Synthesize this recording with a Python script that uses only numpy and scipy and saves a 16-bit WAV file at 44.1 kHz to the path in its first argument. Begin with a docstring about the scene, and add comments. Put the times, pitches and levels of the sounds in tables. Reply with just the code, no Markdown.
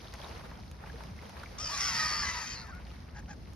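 """The shore of a calm lake, with a stereo microphone near the waterline. Close by, wavelets lap, splash
and bubble; a light wind rumbles underneath. Far out a flock of gulls lifts off, wings pattering on the
water, and bursts into overlapping calls: arched cries shaped by throat resonances, rasps chopped into
fast pulses, then two short barks as it flies off. The rippled water adds a short tail to each call."""
import sys
import numpy as np
from scipy import signal
from scipy.fft import rfft, irfft, next_fast_len
from scipy.io import wavfile
from scipy.ndimage import map_coordinates

SR = 44100
rng = np.random.default_rng(int(sys.argv[2]) if len(sys.argv) > 2 else 0)


def generate_wav(sig):
    """Save sig (samples, or channels by samples) to the path in sys.argv[1] as 16-bit PCM at SR."""
    pcm = np.round(np.clip(np.atleast_2d(sig).T, -1, 1) * 32767).astype(np.int16)
    wavfile.write(sys.argv[1], SR, pcm)


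N = 156555
TOP_HZ = 13264  # upper band limit of the microphone


def amp(db):
    """Decibels as an amplitude."""
    return 10 ** (np.asarray(db) / 20)


def unit(x):
    """Scale to an rms of 1."""
    return x / np.sqrt(np.mean(x ** 2) + 1e-20)


def along(points, hz):
    """Read (frequency, value) points on a log frequency axis."""
    freqs, values = np.transpose(points)
    return np.interp(np.log(hz + 1), np.log(freqs + 1), values)


def curves(rows):
    """One value per sample for each column after the time."""
    times, *columns = np.transpose(rows)
    return [np.interp(np.arange(N) / SR, times, column) for column in columns]


def wobble(rate, size):
    """A smooth random curve, rate knots a second."""
    return map_coordinates(rng.standard_normal(2 ** 11), [np.arange(size) * rate / SR])


def glide(arc_hz, size):
    """A smooth arc of pitch through its start, middle and end."""
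    return np.polyval(np.polyfit([0, .5, 1], arc_hz, 2), np.linspace(0, 1, size))


def filtered(x, response):
    """Apply a gain given as a function of frequency."""
    size = next_fast_len(N + SR // 2)
    return irfft(rfft(x, size) * response(np.fft.rfftfreq(size, 1 / SR)), size)[..., :N]


def add(track, start, sound, pan_db):
    """Mix a sound in at start seconds, pan_db louder on the left than on the right."""
    part = track[:, max(0, round(start * SR)):][:, :len(sound)]
    part += amp([[pan_db / 2], [-pan_db / 2]]) * sound[:part.shape[1]]


def spread(pair, colour):
    """Two unrelated signals become a coloured stereo field of rms 1, wider in the treble."""
    # likeness of left and right at the microphone (frequency [Hz], correlation [-1..1])
    likeness = [(60, 0.92), (130, 0.97), (300, 0.58), (1200, 0.15), (2500, 0.53), (5000, 0.24),
                (10000, -0.14)]

    def mid_side(hz):
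        angle = np.arccos(np.clip(along(likeness, hz), -1, 1)) / 2
        return amp(along(colour, hz)) * [np.cos(angle), np.sin(angle)]
    mid, side = filtered(pair, mid_side)
    return unit(np.array([mid + side, mid - side]))


def rush(colour):
    """Coloured stereo noise."""
    return spread(rng.standard_normal((2, N)), colour)


def wind(rumble_db=-46.5, gust_db=1.55, hush_db=-61):
    """Light wind rumbles unsteadily under the far hush of the open lake."""
    # spectra of the wind and of the hush (frequency [Hz], relative level [dB])
    rumble_colour = [(12, -30), (24, -24), (35, -14.5), (60, 1.5), (75, -2), (97, -7.5), (173, -10.5),
                     (219, -12.5), (400, -26), (520, -58), (880, -85)]
    hush_colour = [(150, 2.5), (500, 12), (1500, -3), (5000, -24), (7500, -35), (12000, -46)]
    rumble = rush(rumble_colour) * amp(rumble_db + gust_db * wobble(9.93, N))
    return rumble + amp(hush_db) * rush(hush_colour)


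def bubble(hz, cycles, rise=0.081):
    """A bubble rings and rises in pitch, dying by 60 dB over its cycles."""
    life = np.linspace(0, 1, int(SR * cycles / hz))
    ring = np.sin(2 * np.pi * cycles * (life + rise * life ** 2 / 2))
    return ring * amp(-60 * life) * (1 - np.exp(-life * cycles * 2))


def bubble_cloud(low_hz, high_hz, cycles, scatter_db, count):
    """Two unrelated streams of random bubbles, most faint and a few loud."""
    out = np.zeros((2, N))
    for when, pitch, size, side in rng.random((count, 4)):
        gain = amp(scatter_db * min(-np.log(1 - size), 4))
        hz = low_hz * (high_hz / low_hz) ** pitch
        add(out, when * N / SR, gain * bubble(hz, cycles), pan_db=20 * np.sign(side - .5))
    return out


def lapping(flicker_db=3):
    """Wavelets at the near shore gurgle with bubbles and fizz with spray."""
    # rise and fall of the wavelets (time [s], gurgle gain [dB], fizz gain [dB])
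    wavelets = [(0, -58.5, -56), (.12, -54.5, -57), (.24, -51, -53.5), (.42, -51.5, -57.5), (.55, -56, -63),
                (.66, -59.5, -60.5), (.82, -59.5, -65), (.85, -53.5, -60.5), (1.05, -51.5, -58),
                (1.13, -62.5, -61), (1.26, -54, -58), (1.5, -54, -57), (2.75, -60.5, -65.5),
                (2.92, -59.5, -60), (3.12, -61.5, -66), (3.4, -63.5, -64), (3.55, -64.5, -63)]
    # spectra of the gurgle and of the fizz (frequency [Hz], relative level [dB])
    gurgle_colour = [(120, -37), (300, -3), (900, 1), (2000, -7), (3200, -14.5), (6000, -26)]
    fizz_colour = [(1200, -7.5), (2600, -2), (5200, 2.5), (6500, -3.5), (7700, -27), (9000, -7.5),
                   (12500, -12.5), (14000, -14)]
    gurgle_db, fizz_db = curves(wavelets)
    bubbles = spread(bubble_cloud(404, 3460, cycles=15, scatter_db=3.5, count=1500), gurgle_colour)
    spray = spread(bubble_cloud(1710, 12700, cycles=11.4, scatter_db=4, count=2500), fizz_colour)
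    gurgle = amp(flicker_db * wobble(60, N)) * rush(gurgle_colour) + amp(-5.5) * bubbles
    fizz = amp(-2) * rush(fizz_colour) + amp(-4) * spray
    return amp(gurgle_db) * gurgle + amp(fizz_db) * fizz


def drops(tick_t60_s=0.013):
    """Single bubbles plop and droplets tick close to the microphone."""
    # ringing bubbles (time [s], level [dB], pitch [Hz])
    plops = [(0.045, -41.5, 3760), (0.217, -38.5, 3240), (0.245, -35.5, 3700), (.2, -43, 583),
             (0.244, -44, 1016), (.262, -44, 1030), (.292, -41, 459), (.899, -38.5, 1630),
             (0.942, -41.5, 464), (1.006, -40.5, 920), (1.19, -41, 2100), (1.379, -48, 1190),
             (1.46, -37.5, 2240), (2.912, -50, 1250)]
    # droplets landing (time [s], peak level [dB])
    ticks = [(0.139, -33.5), (0.714, -40), (1.037, -43), (1.165, -45), (1.295, -38.5), (1.435, -43),
             (2.671, -45), (2.75, -46), (2.8, -60), (3.192, -44), (3.534, -44.5)]
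    out, t = np.zeros((2, N)), np.arange(SR // 20) / SR
    for start, db, hz in plops:
        add(out, start, amp(db) * bubble(hz, cycles=40), pan_db=rng.normal(0, 4.7))
    for start, db in ticks:
        soft_noise = signal.lfilter([.5, .5], [1, -.5], rng.standard_normal(len(t)))
        tick = soft_noise * amp(-60 * t / tick_t60_s)
        add(out, start, amp(db) * tick / abs(tick).max(), pan_db=rng.normal(0, 2.5))
    return out


def slaps(width_octaves=0.89, t60_s=0.034):
    """Wavelet crests break on the shore in small wet splashes."""
    # breaking crests (time [s], peak level [dB], band centre [Hz])
    crests = [(0.144, -42.5, 1200), (0.409, -41, 1190), (.25, -38.5, 910), (0.513, -40.5, 890),
              (.839, -37.5, 810), (.861, -44, 1900), (0.957, -48, 1700), (1.007, -41.5, 1170),
              (1.433, -35, 1140), (2.82, -50, 2400), (2.867, -46.5, 2470), (2.913, -52, 3620),
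              (2.965, -48, 1990), (3.087, -48.5, 2180)]
    out, t = np.zeros((2, N)), np.arange(SR // 12) / SR
    for start, db, hz in crests:
        edges_hz = hz * 2 ** (width_octaves * np.array([-.5, .5]))
        band = signal.butter(2, edges_hz, "bandpass", fs=SR)
        splash = signal.lfilter(*band, rng.standard_normal(len(t))) * amp(-60 * t / t60_s)
        add(out, start, amp(db) * splash / abs(splash).max(), pan_db=rng.normal(0, 2.4))
    return out


def patter(flicker_db=3):
    """Far out, wing tips and feet beat the water in quick splashes."""
    # swell and fade of the take-off (time [s], level [dB])
    take_off = [(1.1, -68), (1.5, -61), (1.9, -54), (2.3, -44), (2.7, -60), (3.55, -76)]
    # spectrum of the distant splashing (frequency [Hz], relative level [dB])
    colour = [(200, -10), (900, 13), (2200, 15), (3500, -13), (5500, -8), (7500, -57), (13000, -52)]
    return rush(colour) * amp(curves(take_off)[0] + flicker_db * wobble(50, N))


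def voice(pitch, overtone_db, jitter, hoarse=0.21, hoarse_hz=3000, attack_s=0.007, release_s=0.021):
    """A gull's voice: overtones on an unsteady pitch; hoarse is the noise-to-tone ratio at hoarse_hz."""
    t, mean_hz = np.arange(len(pitch)) / SR, pitch.mean()
    unsteady_hz = pitch * (1 + jitter * wobble(400, len(t)))
    phase = 2 * np.pi * np.cumsum(unsteady_hz) / SR
    # each overtone takes a new strength and phase every cycle; higher ones stray more
    count, cycles = 22, 256
    noise = rng.standard_normal((count, cycles)) + 1j * rng.standard_normal((count, cycles))
    share = hoarse * np.minimum(np.arange(1, count + 1)[:, None] * mean_hz / hoarse_hz, 2)
    strengths = (1 + share * noise) / np.sqrt(1 + share ** 2)
    strengths *= np.exp(2j * np.pi * rng.random((count, 1)))
    out = np.zeros(len(t))
    for k, strength in enumerate(strengths[:int(TOP_HZ / mean_hz)], 1):
        overtone = np.exp(1j * k * phase) * np.interp(t * mean_hz, np.arange(cycles), strength)
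        out += amp(overtone_db(k)) * overtone.real
    return np.sqrt(2) * out * np.clip(t / attack_s, 0, 1) * np.clip((t[-1] - t) / release_s, 0, 1)


def flock(low_hz=560, high_hz=1000, length_s=.17, arch=.3, count=34):
    """The farthest gulls: many arched, fluttering calls blend into a chorus."""
    # swell and fade of the chorus (time [s], relative level [dB])
    swell = [(1.58, -64), (1.7, -43.5), (1.82, -38.5), (2.0, -36.5), (2.25, -43.5), (2.42, -43.5),
             (2.6, -55), (2.72, -62.5), (2.9, -89)]
    # spectrum of the far voices (frequency [Hz], relative level [dB])
    colour = [(400, -50), (700, -10), (950, 1), (1250, 4), (1500, 0), (1950, 5), (2500, -1.5), (2900, -15),
              (4000, -6), (4600, 0.5), (5300, 1), (6400, -48), (9000, -13), (13000, -23.5)]
    out, life = np.zeros((2, N)), np.linspace(0, 1, int(length_s * SR))
    for start, (pitch, trill, side) in zip(np.linspace(1.5, 2.75, count), rng.random((count, 3))):
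        hz = low_hz * (high_hz / low_hz) ** pitch * (1 - arch * (life - .35) ** 2)
        flutter = 1 + .7 * np.sin(2 * np.pi * (70 + 60 * trill) * length_s * life)
        add(out, start, voice(hz, lambda k: 0, jitter=.026) * flutter, pan_db=10 * (side - .5))
    chorus = filtered(out, lambda hz: amp(along(colour, hz)))
    return unit(chorus) * np.sqrt(1 / 3) * amp(curves(swell)[0])


def throat_calls(calls, jitter, hoarse, swell, roughness=0.3):
    """Each call is an arc of pitch and level sent through three throat resonances."""
    # centres of the resonances (low [Hz], middle [Hz], high [Hz])
    throat_hz = (1230, 1910, 2430)
    # skirts below the low and above the high one (frequency [Hz], level against that resonance [dB])
    below = [(450, -45), (620, -22.5), (830, -4)]
    above = [(3200, -7.5), (4500, -4.5), (6500, 1.5), (9000, -31), (13000, -36)]
    out = np.zeros((2, N))
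    for start, length, *arc_hz, low_db, mid_db, high_db, pan_db in calls:
        n = int(length * SR)
        pitch = glide(arc_hz, n)
        throat = [(hz, low_db + db) for hz, db in below]
        throat += zip(throat_hz, (low_db, mid_db, high_db))
        throat += [(hz, high_db + db) for hz, db in above]
        call = voice(pitch, lambda k: along(throat, k * pitch), jitter, hoarse)
        envelope = np.hanning(n) ** swell * (1 + roughness * wobble(211, n))
        add(out, start, call * envelope, pan_db)
    return out


def cries():
    """Overlapping cries carry across the water, fairly clear in tone."""
    # gull cries (time [s], length [s], start, middle, end pitch [Hz],
    # low, middle, high resonance level [dB], left minus right [dB])
    calls = [(1.577, 0.13, 541, 656, 602, -50, -79, -57.5, 10),
             (1.686, 0.095, 848, 1150, 978, -41.5, -87, -46, -0.5),
             (1.763, 0.29, 648, 640, 641, -57, -47.5, -51.5, 8),
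             (1.78, .18, 534, 577, 466.5, -45.5, -74, -49, -1),
             (1.925, 0.053, 850, 910, 780, -49.5, -43, -47.5, -2),
             (1.966, 0.12, 638.4, 627, 629, -41.5, -38.5, -50, -2),
             (2.05, 0.25, 605, 610, 514.7, -44, -47, -56, -1.5),
             (2.06, 0.17, 632, 660, 717, -49.5, -47.5, -52, 1.5),
             (2.21, 0.067, 860, 830, 763, -50, -43, -54, -1),
             (2.221, .11, 1029, 1010, 984, -50, -38, -47, -0.5),
             (2.243, 0.22, 632, 667, 619, -48.5, -65, -52, 5),
             (2.332, .15, 999, 910, 669, -48.5, -51.5, -55, 1),
             (2.36, 0.088, 990, 950, 836, -59, -52, -63, 3), (2.45, .11, 635, 630, 617, -66, -53, -51.5, 3),
             (2.55, 0.17, 952, 890, 906, -62, -62.5, -69.5, 7),
             (2.61, 0.069, 763, 680, 610, -54.5, -59, -75, 2),
             (2.668, 0.056, 858, 1050, 1240, -53.5, -77, -79, 0),
             (2.675, 0.064, 822, 770, 670, -53, -54, -84, 2), (2.72, .085, 667, 725, 733, -52, -63, -80, 1)]
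    return throat_calls(calls, jitter=0.015, hoarse=0.45, swell=.08)


def rasps(ring_overtone=8, trill_drift=.05, bend=.014, sharpness=.9):
    """The voice is chopped into fast pulses, each bending in pitch; one high overtone rings loudest."""
    # trilled calls (time [s], length [s], trill rate [Hz], start, middle, end ring [Hz],
    # jitter [share of pitch], level [dB], left minus right [dB])
    calls = [(1.58, 0.11, 71.6, 5460, 5650, 5390, 0.04, -44.5, 1),
             (1.599, 0.058, 71, 4700, 5100, 5070, 0.019, -43, -1),
             (1.639, 0.062, 71.4, 4900, 4850, 4850, 0.011, -39, 1),
             (1.687, .11, 117.4, 5100, 4100, 4630, 0.029, -47, 9),
             (1.691, 0.087, 88, 4900, 5400, 5130, 0.052, -43, 1),
             (1.764, 0.084, 112, 5900, 5500, 5530, 0.042, -40.5, 1),
             (1.797, 0.12, 119.5, 5290, 5250, 5090, 0.0152, -35, 0.5),
             (1.8, 0.109, 101.5, 4450, 4520, 4720, 0.028, -50, 6),
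             (1.935, .11, 111, 5800, 4040, 4520, 0.024, -44, 3),
             (1.943, 0.14, 127.9, 4700, 4900, 5020, 0.032, -38.5, 0),
             (1.93, 0.22, 95.6, 5500, 5400, 5240, .035, -39.5, 2.5),
             (2.042, 0.19, 102.1, 4650, 4520, 4700, 0.019, -40, -2.5),
             (2.132, .14, 95.7, 5000, 5200, 5090, 0.021, -41, 3),
             (2.204, .075, 111, 4450, 4350, 4190, 0.024, -44.5, -1),
             (2.261, .135, 115.5, 4400, 3800, 3880, 0.028, -52.5, 1),
             (2.265, .175, 106.3, 6100, 4700, 4490, 0.028, -50.5, -1),
             (2.354, 0.23, 105.2, 5400, 4750, 4840, 0.032, -51.5, 4),
             (2.503, 0.073, 111.6, 4200, 4600, 4260, .013, -48.5, 0),
             (2.551, 0.088, 112.6, 4100, 4280, 4050, 0.02, -48, -1),
             (2.565, 0.098, 100, 4100, 3900, 4550, .028, -61, -3)]
    # overtones of a rasp (frequency [multiple of pitch], relative level [dB])
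    colour = [(1, -30), (2, -9), (3, -10), (4, -10), (5, -6), (6, -36), (7, -34), (8, 8), (9, 1), (10, -8),
              (12, -6.5), (13, -20.5), (20, -37)]
    out = np.zeros((2, N))
    for start, length, trill_hz, *ring_hz, jitter, db, pan_db in calls:
        n = int(length * SR)
        pulse_hz = trill_hz * (1 + trill_drift * wobble(63, n))
        pulse = -np.cos(2 * np.pi * np.cumsum(pulse_hz) / SR)
        pitch = glide(ring_hz, n) / ring_overtone * (1 + bend * (pulse - .5))
        rasp = voice(pitch, lambda k: along(colour, k), jitter) * (1 + pulse) ** sharpness
        add(out, start, amp(db) * unit(rasp), pan_db)
    return out


def barks():
    """Two short barks from the departing flock, harsh with noise and unsteady pitch."""
    # gull barks (time [s], length [s], start, middle, end pitch [Hz],
    # low, middle, high resonance level [dB], left minus right [dB])
    calls = [(3.138, 0.083, 761, 853, 713, -51, -52.5, -65.5, 0),
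             (3.275, .075, 732, 847, 677, -46.5, -51, -61, 0)]
    return throat_calls(calls, jitter=0.055, hoarse=0.8, swell=0.59)


def arrival(x):
    """Sound from out on the lake reaches the two sides of the microphone slightly apart."""
    # phase between the sides (frequency [Hz], lead of the left [rad])
    lead = [(520, 0), (1500, 0.59), (3600, 1.02), (5000, 1.12), (6500, 2.55), (13000, 1.15)]
    return filtered(x, lambda hz: np.exp(1j * along(lead, hz) * np.array([[.5], [-.5]])))


def water_echo(x, level_db=-8.5, t60_s=0.045):
    """The rippled water scatters a short tail after each call."""
    t = np.arange(SR // 2) / SR
    tail = rng.standard_normal((2, len(t))) * amp(-60 * t / t60_s)
    return amp(level_db) * signal.fftconvolve(x, tail / np.linalg.norm(tail[0]), axes=1)[:, :N]


def scene():
    """Gulls in the distance, water close by and wind all around."""
    gulls = arrival(rasps() + cries() + barks() + flock())
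    return gulls + water_echo(gulls) + patter() + lapping() + slaps() + drops() + wind()


def record(dry, dip_hz=7750, dip_width_hz=500, dip_db=-14):
    """The microphone has a narrow dip in the treble and keeps nothing above its band limit."""
    def response(hz):
        dip = np.exp(-((hz - dip_hz) / dip_width_hz) ** 2)
        return amp(dip_db * dip) * (hz < TOP_HZ)
    return filtered(dry, response)


dry = scene()
out = record(dry)
generate_wav(out)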